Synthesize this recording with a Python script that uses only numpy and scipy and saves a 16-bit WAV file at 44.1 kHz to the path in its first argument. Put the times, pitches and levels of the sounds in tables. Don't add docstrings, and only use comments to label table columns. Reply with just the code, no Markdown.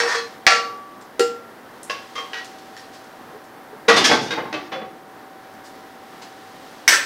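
import sys
import numpy as np
from scipy import signal
from scipy.fft import rfft, irfft, next_fast_len
from scipy.io import wavfile
from scipy.ndimage import uniform_filter1d, map_coordinates

SR = 44100
rng = np.random.default_rng(int(sys.argv[2]) if len(sys.argv) > 2 else 0)


def generate_wav(sig):
    pcm = np.round(np.clip(np.atleast_2d(sig).T, -1, 1) * 32767).astype(np.int16)
    wavfile.write(sys.argv[1], SR, pcm)


def volts_from_db(level):
    exponent = np.asarray(level, float) / 20
    return 10 ** exponent


N = 310905

HUM_HZ = 767
BASS_HZ = 93
TOP_HZ = 15800
AIR_DB = -41.5

# f/Hz, level/dB (per Hz)
AIR = [(25, -21), (50, -27), (79, -16), (99, -10), (160, -8), (250, 0), (500, -2.5), (1000, -4),
       (1900, -9.5), (2400, -18.5), (5500, -26.5), (7200, -31.5), (12000, -28.5), (15700, -28.5)]
# t/s, level/dB
HUM = [(0, -45.5), (1.6, -53), (2.4, -43.5), (2.55, -42), (3, -48), (4.9, -45.5), (6.5, -44.5),
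       (6.75, -46.5), (7.05, -61)]
# t/s, level/dB (over the rush)
SIZZLE = [(0, 30), (.4, 3), (1.7, 2.5), (2.1, 10), (3.2, 4), (3.6, 1.5), (5.5, 3), (6.3, 6.5), (7.05, 9.5)]
# f/Hz, t60/s
KITCHEN = [(150, 0.93), (450, 0.48), (2000, 0.41), (5000, 0.41), (10000, 0.29), (16000, 0.49)]
# t/s, level/dB
WALLS = [(0.01, 9), (0.018, 2), (0.03, -1.5), (0.044, -37)]

# t/s, level/dB (peak), hardness/dB, rise/s
SCRAPE = [
    (.001, -14, -1, 0.0011),
    (.016, -30.5, -5, 0.0035),
    (.033, -23, -9, 0.0038),
    (.052, -28, -13, 0.0064),
]
# t/s, level/dB, hardness/dB, rise/s
RUB = [
    (.072, -21.5, 0, 0.01),
    (.086, -32, 0, 0.0055),
    (.102, -27, 2, 0.0016),
    (.113, -23.5, 0.25, 0.0052),
    (.126, -31, 0.24, 0.0081),
]
# t/s, level/dB, hardness/dB, rise/s
SLIP_OFF = [
    (.142, -22, 1, .011),
    (.179, -32, 11, 0.0023),
]
# t/s, level/dB, hardness/dB, rise/s
STRIKE = [
    (.4655, -4, -8, 0.0016),
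]
# t/s, level/dB, hardness/dB, rise/s
SHIVER = [
    (.489, -34, 1, 0.0035),
    (.504, -14.5, -1, 0.0015),
    (.521, -18, -1, 0.002),
    (.548, -25, 7, 0.0032),
]
# t/s, level/dB, hardness/dB, rise/s
TINK = [
    (1.012, -49, 0, 0.0017),
]
# t/s, level/dB, hardness/dB, rise/s
TICKS = [(1.83, -37.5, 23, 0.0023), (2.443, -41, 0, 0.0038), (2.585, -47, -1.5, 0.0013),
         (2.92, -47, -2, 0.021), (3.04, -55, 4, 0.0033), (3.44, -56, 8, 0.0027), (5.43, -54, -12, 0.0049),
         (5.535, -57, 5, .003), (5.635, -48, 2, 0.018), (5.75, -55, -4, 0.0054), (6.03, -67, -11, 0.011),
         (6.215, -41.5, -6, 0.0087)]
# t/s, level/dB, hardness/dB, rise/s
TOUCH = [
    (2.7665, -37, -6, 0.00029),
    (2.785, -49, 3, 0.0079),
]
# t/s, level/dB, hardness/dB, rise/s
KNOCK = [
    (1.1935, -13, -2.5, 0.0028),
    (1.204, -21, -7, 0.0039),
]
# t/s, level/dB, hardness/dB, rise/s
SET_DOWN = [
    (1.896, -23, 2, 0.0034),
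    (1.906, -26, .3, 0.00095),
    (1.949, -42, .3, 0.0016),
]
# t/s, level/dB, hardness/dB, rise/s
ROCK = [
    (2.154, -28, 2, 0.0021),
    (2.179, -28.5, -2, 0.0014),
    (2.214, -53, -9, 0.002),
]
# t/s, level/dB, hardness/dB, rise/s
SETTLE = [
    (2.332, -26.5, -5, 0.0014),
    (2.346, -38, -4, 0.0038),
    (2.364, -32, -1, 0.0071),
    (2.389, -53, 5, 0.0033),
]
# t/s, level/dB, hardness/dB, rise/s
NUDGES = [
    (3.34, -40, 0.33, .019),
    (3.725, -36, .3, .008),
]
# t/s, level/dB, hardness/dB, rise/s
BUMP = [
    (3.879, -6.5, -3.5, 0.011),
]
# t/s, level/dB, hardness/dB, rise/s
DRAG = [
    (3.935, -19.5, -3.5, 0.009),
    (3.958, -13, 1.5, 0.013),
    (3.976, -20, 2.5, 0.0066),
    (3.995, -20.5, -5, 0.011),
    (4.2, -36.5, 33, 0.029),
    (4.25, -34, -2, 0.016),
]
# t/s, level/dB, hardness/dB, rise/s
CLINK = [
    (4.038, -11.5, 6.1, 0.011),
]
# t/s, level/dB, hardness/dB, rise/s
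LIFT = [
    (4.093, -15, -5.5, 0.007),
    (4.110, -10.5, -4.5, 0.0083),
    (4.133, -20, -1, 0.0062),
    (4.147, -25.5, 4, 0.0043),
    (4.215, -28.5, -18, 0.01),
]
# t/s, level/dB, hardness/dB, rise/s
THUDS = [
    (4.306, -22, -1.5, 0.0028),
    (4.325, -26.5, -11, 0.0029),
]
# t/s, level/dB, hardness/dB, rise/s
THUMP = [
    (4.369, -21, -15, 0.014),
    (4.45, -32, -16, 0.0072),
]
# t/s, level/dB, hardness/dB, rise/s
TAP = [
    (4.527, -25.5, 8.2, 0.002),
    (4.538, -25, 3.3, 0.0062),
    (4.58, -49, 6, 0.004),
]
# t/s, level/dB, hardness/dB, rise/s
LAST_TAPS = [
    (4.713, -26.5, 2, 0.014),
    (4.755, -29.5, -8, 0.0059),
    (4.812, -31.5, -10, 0.0071),
]
# t/s, level/dB, hardness/dB, rise/s
CLATTER = [
    (6.8775, -5, 4.7, 0.0013),
]
# t/s, level/dB, hardness/dB, rise/s
RATTLE = [
    (6.892, -20, 12, 0.0026),
    (6.906, -22, 16, 0.0032),
    (6.928, -26, -1, 0.0024),
    (6.938, -19.5, 8, 0.0017),
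]
# t/s, level/dB, hardness/dB, rise/s
REBOUND = [
    (6.918, -12.5, 2, 0.0036),
    (6.934, -27, -9, 0.0029),
    (6.947, -29, -12, 0.0028),
    (6.995, -31, -2, 0.005),
]

# f/Hz, level/dB, t60/s
SCRAPE_MODES = [(473, 7, 0.39), (770, -11, 0.33), (1145, -4.5, 0.5), (1336, 2, 0.11), (1560, 15, 0.053),
                (1860, 8, 0.13), (2260, 5, 0.093), (2600, -4.5, 0.39), (3413, -26, 0.3), (4420, 2, 0.2),
                (4694, -2, 0.34), (5400, 0, 0.29), (5740, -2, 0.22), (6100, -2, 0.13), (6842, -5, 0.14),
                (8300, -21, 0.18)]
# f/Hz, level/dB, t60/s
RUB_MODES = [(970, -3, 0.21), (1144, -7, 0.36), (1720, 2, 0.093), (1833, 9, 0.098), (2350, -3, 0.11),
             (3470, -18, 0.28), (4180, -16, .2), (5276, -17, 0.24), (5787, -30, 0.16), (6500, -16, .15)]
# f/Hz, level/dB, t60/s
SLIP_OFF_MODES = [ (466, 5, 0.69), (1146, -3, 0.62), (1770, 2, 0.22), (2584, -10, 0.4), (3326, -0.5, 0.19),
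                  (4130, -8, 0.53), (4500, -2, 0.2), (4740, -21, .25), (5640, -21, 0.28), (6400, -16, 0.33),
                  (8150, -12, 0.11)]
# f/Hz, level/dB, t60/s
STRIKE_MODES = [(474, -16, .45), (781, -3, .45), (355, -8, .12), (1148.5, -5, 1.5), (1369, -6, .6),
                (1755, -16, .3), (1860, -12, .3), (1300, -1, .06), (1965, 11, .045), (1947, -10, .35),
                (2250, -16, .3), (2764, -9, .4), (4595, -9, .25), (5840, -10, .3), (2335, -10, .1),
                (2638, -12, .25), (2820, -7, .4), (3445, -6, .22), (4075, -7, .3), (4382, -9, .36),
                (4545, -7, .34), (4877, -11, .28), (5033, -11, .36), (5200, -10, .36), (5400, -12, .3),
                (5776, -6, .25), (6272, -12, .23), (6815, -9, .18), (7752, -22, .25), (8134, -25, .25)]
# f/Hz, level/dB, t60/s
SHIVER_MODES = [(470.3, -2, 0.49), (756, 6.5, 0.19), (1148.5, -13, 0.4), (1327, 3, 0.26), (1352, 6.5, 0.41),
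                (1720, 6, 0.17), (1900, 6.5, 0.18), (2320, -15, 0.43), (2800, -4, 0.46), (4000, -16, 0.26),
                (4500, 0, 0.31), (5210, -4, 0.33), (5800, -12, 0.18), (6800, -23, 0.12)]
# f/Hz, level/dB, t60/s
TICK_MODES = [ (5900, -1, .1), (6900, -1, 0.17), (7600, -3, .2), (8400, -3, 0.093)]
# f/Hz, level/dB, t60/s
TOUCH_MODES = [(1825, 11, 0.033), (2050, -13, 0.091), (4180, -11, .08), (4750, -6, .1), (5500, -4, .1)]
# f/Hz, level/dB, t60/s
KNOCK_MODES = [(364, -11, .18), (402, 2, .085), (451, -19, .3), (474, 0, .34), (490, -13, .22),
               (778, -16, .36), (1369, -8, .6), (1914, -12, .1), (2595, -25, .3), (2756, -29, .35),
               (2828, -16, .33), (2850, -15, .1), (3865, -15, .22), (4356, -13, .25), (4694, -18, .3),
               (4890, -18, .2), (5044, -16, .32), (5399, -17, .25), (4379, -14, .08), (5481, -22, .3),
               (5690, -25, .3), (6826, -22, .28), (7462, -17, .28), (7693, -28, .2), (9281, -29, .2),
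               (9512, -28, .13)]
# f/Hz, level/dB, t60/s
SET_DOWN_MODES = [(467, 0, 0.13), (620, 0.5, 0.066), (1070, -10, .3), (1112, -12.5, 1), (1660, 1, 0.12),
                  (2045, 7, 0.075), (2720, 5, 0.084), (2980, -16, 0.41), (3120, 7.5, 0.06),
                  (4920, -4, 0.075)]
# f/Hz, level/dB, t60/s
ROCK_MODES = [(464, 0, 0.16), (1097, -3.5, 0.48), (1176, 7, 0.076), (1140, -5, .3), (1225, 1, 0.11),
              (2100, -3, 0.15), (3186, 0.5, 0.25), (5420, -8, 0.11), (6800, -33, .15)]
# f/Hz, level/dB, t60/s
SETTLE_MODES = [(455, -5.5, 0.13), (1620, 5, 0.069), (1913, -1.5, 1), (2950, 4.5, 0.091), (3100, -13, 0.16),
                (3930, -2, 0.1), (4500, -8, .1)]
# f/Hz, level/dB, t60/s
NUDGE_MODES = [(432, 5, 0.1), (1160, -19, 0.11)]
# f/Hz, level/dB, t60/s
BUMP_MODES = [(464, 10.5, 0.17), (790, -1, 0.2), (1145, -1, 0.5), (1450, -4, 0.28), (1670, -9, 0.17),
              (1870, -8, 0.36), (1940, -3, 0.27), (2611, -20, 0.13), (3000, -4, 0.13), (3500, -10, 0.14),
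              (3850, -7, 0.13), (4867, -14, 0.1)]
# f/Hz, level/dB, t60/s
DRAG_MODES = [(1930, -1.5, 0.18), (2440, -11, 0.086), (2907, -0.5, 0.17), (3445, -4, 0.13),
              (3600, 0.5, 0.14), (4900, -7, .1), (5600, -2, 0.06), (6340, -25, 0.085)]
# f/Hz, level/dB, t60/s
CLINK_MODES = [(1730, -2, 0.24), (2740, -4.5, 0.11), (3280, 7, 0.056), (5030, 2, 0.069), (5500, -10, 0.15),
               (5940, -18.5, 0.27), (6300, -19, 0.13), (8080, -23, 0.054)]
# f/Hz, level/dB, t60/s
DAMPED_RIM_MODES = [(463, 8.5, 0.065), (773, 12, 0.05), (870, -2, 0.15), (1556, -14, 0.73), (1940, 0, 0.11),
                    (2180, -7, 0.19), (3100, 3, 0.047), (3370, 2, 0.15), (4770, -9, 0.2)]
# f/Hz, level/dB, t60/s
THUD_MODES = [(327, -10, 0.13), (479, -6, .1), (1104, -9.5, 0.14), (1608, 11, 0.029), (2130, 0, 0.05),
              (2500, -15, .1), (2960, -14, .2), (3250, -7, 0.088), (3740, 4, 0.038), (4670, -6, 0.076)]
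# f/Hz, level/dB, t60/s
THUMP_MODES = [(513, -5, 0.098), (873, 6, 0.054), (1072, -14, 0.14), (1460, -14, 0.087), (2070, -5, 0.079),
               (3000, -18, 0.13)]
# f/Hz, level/dB, t60/s
TAP_MODES = [(319, 5.5, 0.082), (596, 4, 0.067), (747, 2, 0.15), (1152, 1, 0.16), (2080, 0, 0.057),
             (2590, -6, 0.13), (3084, -11, 0.079), (3900, -20, 0.11), (4700, -21, 0.08)]
# f/Hz, level/dB, t60/s
LAST_MODES = [(527.5, 4.5, 0.098), (760, -6.5, 0.26), (1115, -5.5, 0.12), (1770, -8, 0.068),
              (1930, -8, 0.069), (2480, -9, .1), (3040, -12, 0.11), (3440, -11, 0.13)]
# f/Hz, level/dB, t60/s
CLATTER_MODES = [(1362, -11, .2), (1486, -9, .2), (1583, -6, .2), (1809, -5, .2), (1970, 5, .1),
                 (2182, 4, .1), (2826, -14, .2), (3838, -14, .2), (5319, -5, .1), (5593, -5, .16),
                 (6228, -7, .14), (7775, -21, .5), (5900, -6, .1), (9302, -26, .15), (12186, -19, .25),
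                 (12130, -21, .2), (13096, -28, .15)]
# f/Hz, level/dB, t60/s
REBOUND_MODES = [(1340, -2, 0.16), (1420, -17, 0.1), (1550, 1, 0.12), (1795, 0, 0.11), (1806, 6, 0.076),
                 (1950, -6, 0.14), (2980, -13, .15), (5100, -17, 0.18), (5700, -4, .15), (7775, -15, 0.32),
                 (6228, -10, .2)]

# f/Hz, level/dB (per Hz)
SCRAPE_TONE = [(59, -89), (100, -67), (378, -21.5), (467, -18), (697, -17.5), (1840, -8), (2870, -25),
               (5170, -17.5), (15500, -56)]
# f/Hz, level/dB (per Hz)
STRIKE_TONE = [(60, -33), (200, -55), (450, -7), (1000, -14), (1750, -4.5), (2300, -5.5), (2900, -12.5),
               (4500, -9.5), (6200, -12.5), (8000, -22.5), (15500, -49)]
# f/Hz, level/dB (per Hz)
TICK_TONE = [(500, -38), (1300, -2), (2000, 1.5), (3200, 2), (5000, 5.5), (7500, -0.5), (11000, -8.5),
             (15500, -32)]
# f/Hz, level/dB (per Hz)
KNOCK_TONE = [(100, -68), (250, -10), (400, -14), (600, -23), (1900, -11.5), (3000, -15), (7500, -16.5),
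              (15500, -36)]
# f/Hz, level/dB (per Hz)
FAR_TONE = [(120, -41), (300, -14), (600, -3), (1500, 3.5), (3000, 0.5), (6000, -5), (8000, -20.5),
            (15500, -32)]
# f/Hz, level/dB (per Hz)
LIFT_TONE = [(50, -57), (110, -14.5), (300, -4.5), (460, -5), (1100, -5), (2000, -7), (5000, -11),
             (6600, -16.5), (7400, -24), (10000, -31), (15500, -50)]
# f/Hz, level/dB (per Hz)
THUD_TONE = [(50, -22), (150, -4), (500, 4.5), (900, -2), (2000, -3), (4000, -13), (6200, -23), (7500, -37),
             (15500, -52)]
# f/Hz, level/dB (per Hz)
CLATTER_TONE = [(100, -73), (330, -14), (1100, -12), (1500, 0), (2100, -1.5), (2600, -8), (3400, -12),
                (5700, -12), (6700, -16.5), (9000, -19), (10500, -30), (15500, -35)]


def unit(x):
    return x / np.sqrt(np.mean(x ** 2) + 1e-20)


def along(points, hz):
    f, v = np.transpose(points)
    return np.interp(np.log(hz + 1), np.log(f + 1), v)


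def curve(rows):
    s, value = np.transpose(rows)
    return np.interp(np.arange(N) / SR, s, value)


def wobble(rate):
    knots = rng.standard_normal(int(N * rate / SR) + 4)
    return map_coordinates(knots, [np.arange(N) * rate / SR])


def coloured(size, gain_db):
    m = next_fast_len(size + 4096)
    spectrum = rfft(rng.standard_normal(m)) * volts_from_db(gain_db(np.fft.rfftfreq(m, 1 / SR)))
    return unit(irfft(spectrum, m)[:size])


def burst(envelope, gain_db):
    size = len(envelope)
    z = rfft(envelope * rng.standard_normal(size))
    z = z / np.sqrt(abs(z) ** 2 + .15 * np.mean(abs(z) ** 2))
    return irfft(z * volts_from_db(gain_db(np.fft.rfftfreq(size, 1 / SR))), size)


def filtered_band(x, lo_hz, hi_hz):
    return signal.sosfiltfilt(signal.butter(2, [lo_hz, hi_hz], "bandpass", fs=SR, output="sos"), x)


def kitchen(size):
    hz, t = np.fft.rfftfreq(256, 1 / SR), np.arange(size // 128 + 1) * 128 / SR
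    z = rng.standard_normal((len(hz), len(t))) + 1j * rng.standard_normal((len(hz), len(t)))
    decay = volts_from_db(-60 * t / along(KITCHEN, hz)[:, None])
    tail = signal.istft(z * decay, SR, nperseg=256)[1][:size]
    tail = tail * (1 - np.exp(-np.arange(size) / SR / 0.002))
    tail /= np.linalg.norm(tail)
    for s, db in WALLS:
        tail[round(s * SR)] += volts_from_db(db - 17.5)
    return tail


def contacts(rows, modes, tone, ring_db, lean, wet_db, ring_wet_db, damping=0.93, pivot_hz=1500,
             held_s=99, held_t60=0.055, sliding=False):
    size = 28672
    out, t = np.zeros(N + size), np.arange(size) / SR
    mode_hz, mode_db, t60 = np.transpose(modes)
    bank = volts_from_db(-60 * t / (damping * t60[:, None])) * np.exp(2j * np.pi * mode_hz[:, None] * t)
    pair = rng.random((len(modes), 2))
    beat = np.cos(2 * np.pi * ((6 + 22 * pair[:, :1]) * t + pair[:, 1:]))
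    bank = bank * (1 + np.minimum(0.25, mode_hz[:, None] / 12000) * beat)
    fade = np.minimum(1, (size - np.arange(size)) / 4096)
    for s, db, hard_db, rise in rows:
        u = t / max(rise, 3e-4)
        tilt = [(pivot_hz / 5, -lean * hard_db), (pivot_hz, 0), (min(pivot_hz * 4, 9000), hard_db)]
        puff = burst((u * np.exp(1 - u)) ** 2, lambda hz: along(tone, hz) + along(tilt, hz))
        crack = np.minimum(1, 2 * u) * puff
        in_step = np.exp(2j * np.pi * mode_hz * round(s * SR) / SR * (not sliding))
        strength = volts_from_db(mode_db + along(tilt, mode_hz) + rng.normal(0, 1.2, len(modes)))
        onset = 1 - (1 + 2 * u) * np.exp(-2 * u)
        ring = (strength * in_step @ bank).imag * onset
        ring = ring * volts_from_db(-60 * np.maximum(s + t - held_s, 0) / held_t60)
        crack = crack / np.linalg.norm(crack)
        ring = volts_from_db(ring_db) * ring / np.linalg.norm(ring)
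        sent = volts_from_db(wet_db) * crack + volts_from_db(ring_wet_db) * ring
        echo = signal.fftconvolve(sent, kitchen(size))[:size]
        hit = (crack + ring + echo) * fade
        loudest = np.sqrt(uniform_filter1d(hit ** 2, size=400).max())
        out[round(s * SR):][:size] += volts_from_db(db) * hit / loudest
    return out[:N]


def room_tone():
    rush = coloured(N, lambda hz: along(AIR, hz))
    sizzle = filtered_band(rush, lo_hz=2700, hi_hz=8700) * (volts_from_db(curve(SIZZLE)) - 1)
    whine_hz = HUM_HZ + 2.253 * wobble(6)
    whine = np.sin(2 * np.pi * np.cumsum(whine_hz) / SR) * volts_from_db(curve(HUM) + 0.33 * wobble(14))
    return volts_from_db(AIR_DB - 1.48 + 0.7 * wobble(8.1)) * (rush + sizzle) + whine


def pan_scrape():
    scrape = contacts(SCRAPE, SCRAPE_MODES, SCRAPE_TONE, ring_db=4.5, lean=0.98, wet_db=3, ring_wet_db=-16,
                      held_s=0.082, held_t60=.05)
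    rub = contacts(RUB, RUB_MODES, SCRAPE_TONE, ring_db=6.0, lean=.9, wet_db=10.5, ring_wet_db=-6)
    slip_off = contacts(SLIP_OFF, SLIP_OFF_MODES, SCRAPE_TONE, ring_db=5.0, lean=1.5, wet_db=-2.0,
                        ring_wet_db=-17, held_s=.262, held_t60=.2)
    return scrape + rub + slip_off


def pan_strike():
    strike = contacts(STRIKE, STRIKE_MODES, STRIKE_TONE, ring_db=1.0, lean=-1.4, wet_db=1.5, ring_wet_db=-8,
                      damping=0.75)
    shiver = contacts(SHIVER, SHIVER_MODES, STRIKE_TONE, ring_db=3.5, lean=0.35, wet_db=2.0, ring_wet_db=-8)
    return strike + shiver


def light_ticks():
    tink = contacts(TINK, TICK_MODES, TICK_TONE, ring_db=0.0, lean=-1.2, wet_db=4.0, ring_wet_db=-13.0,
                    pivot_hz=4500)
    ticks = contacts(TICKS, TICK_MODES, TICK_TONE, ring_db=-30, lean=0.95, wet_db=2.5, ring_wet_db=-13.0,
                     pivot_hz=4530)
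    lid = contacts(TOUCH, TOUCH_MODES, TICK_TONE, ring_db=7.0, lean=.3, wet_db=7.0, ring_wet_db=-1.0,
                   pivot_hz=3000)
    return tink + ticks + lid


def pan_knock():
    return contacts(KNOCK, KNOCK_MODES, KNOCK_TONE, ring_db=13, lean=1.2, wet_db=0, ring_wet_db=-18, damping=1.0)


def pan_on_stand():
    landing = contacts(SET_DOWN, SET_DOWN_MODES, FAR_TONE, ring_db=7.0, lean=-1.9, wet_db=4.0, ring_wet_db=-2.0,
                       damping=0.31, held_s=2.6)
    rocking = contacts(ROCK, ROCK_MODES, FAR_TONE, ring_db=9, lean=.2, wet_db=7, ring_wet_db=-2,
                       damping=0.8, held_s=2.25, held_t60=.05)
    touch = contacts(SETTLE[:1], SETTLE_MODES, FAR_TONE, ring_db=6.5, lean=-.4, wet_db=8, ring_wet_db=-17.0,
                     damping=0.45, held_s=2.43)
    settling = contacts(SETTLE[1:], SETTLE_MODES, FAR_TONE, ring_db=12, lean=1.2, wet_db=10.5, ring_wet_db=-14,
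                        damping=1.6, held_s=2.43, held_t60=.06)
    return landing + rocking + touch + settling


def ladle_from_bowl():
    nudges = contacts(NUDGES, NUDGE_MODES, THUD_TONE, ring_db=25, lean=.1, wet_db=-3, ring_wet_db=-14)
    bump = contacts(BUMP, BUMP_MODES, LIFT_TONE, ring_db=6.5, lean=-0.88, wet_db=3.0, ring_wet_db=-8)
    drag = contacts(DRAG, DRAG_MODES, LIFT_TONE, ring_db=-4.0, lean=2.5, wet_db=1.1, ring_wet_db=-4.0, sliding=True)
    clink = contacts(CLINK, CLINK_MODES, LIFT_TONE, ring_db=-1.0, lean=2.6, wet_db=3.0, ring_wet_db=-2.0)
    lift = contacts(LIFT, DAMPED_RIM_MODES, LIFT_TONE, ring_db=3, lean=1.0, wet_db=2.0, ring_wet_db=-3,
                    damping=0.42, sliding=True)
    return nudges + bump + drag + clink + lift


def thuds():
    first = contacts(THUDS, THUD_MODES, FAR_TONE, ring_db=6, lean=0.25, wet_db=5.5, ring_wet_db=-1.0)
    soft = contacts(THUMP, THUMP_MODES, THUD_TONE, ring_db=-1, lean=0.16, wet_db=-1.5, ring_wet_db=0.0)
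    tap = contacts(TAP, TAP_MODES, THUD_TONE, ring_db=0.5, lean=0.33, wet_db=2.5, ring_wet_db=1.5)
    last = contacts(LAST_TAPS, LAST_MODES, THUD_TONE, ring_db=-1, lean=0.36, wet_db=0.0, ring_wet_db=1.0,
                    sliding=True)
    return first + soft + tap + last


def ladle_on_tray():
    clatter = contacts(CLATTER, CLATTER_MODES, CLATTER_TONE, ring_db=6.5, lean=.1, wet_db=7.0, ring_wet_db=-18,
                       damping=0.62)
    rattle = contacts(RATTLE, CLATTER_MODES, CLATTER_TONE, ring_db=-16, lean=0.79, wet_db=5.5, ring_wet_db=-12.0)
    rebound = contacts(REBOUND, REBOUND_MODES, CLATTER_TONE, ring_db=5, lean=-0.47, wet_db=7.5, ring_wet_db=-3.0)
    return clatter + rattle + rebound


def scene():
    hits = pan_scrape() + pan_strike() + light_ticks() + pan_knock() + pan_on_stand()
    hits = hits + ladle_from_bowl() + thuds() + ladle_on_tray()
    hits = signal.sosfilt(signal.butter(2, BASS_HZ, "highpass", fs=SR, output="sos"), hits)
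    return (room_tone() + hits)[None]


def band_limit(x):
    return signal.sosfilt(signal.butter(12, 15800, fs=SR, output="sos"), x)


def record(dry):
    x = dry / (1 + np.abs(dry) ** 12) ** (1 / 12)
    x = x - 0.014 * x ** 4
    x = irfft(rfft(x) * (np.fft.rfftfreq(N, 1 / SR) < TOP_HZ), N)
    return band_limit(x)


dry = scene()
out = record(dry)
generate_wav(out)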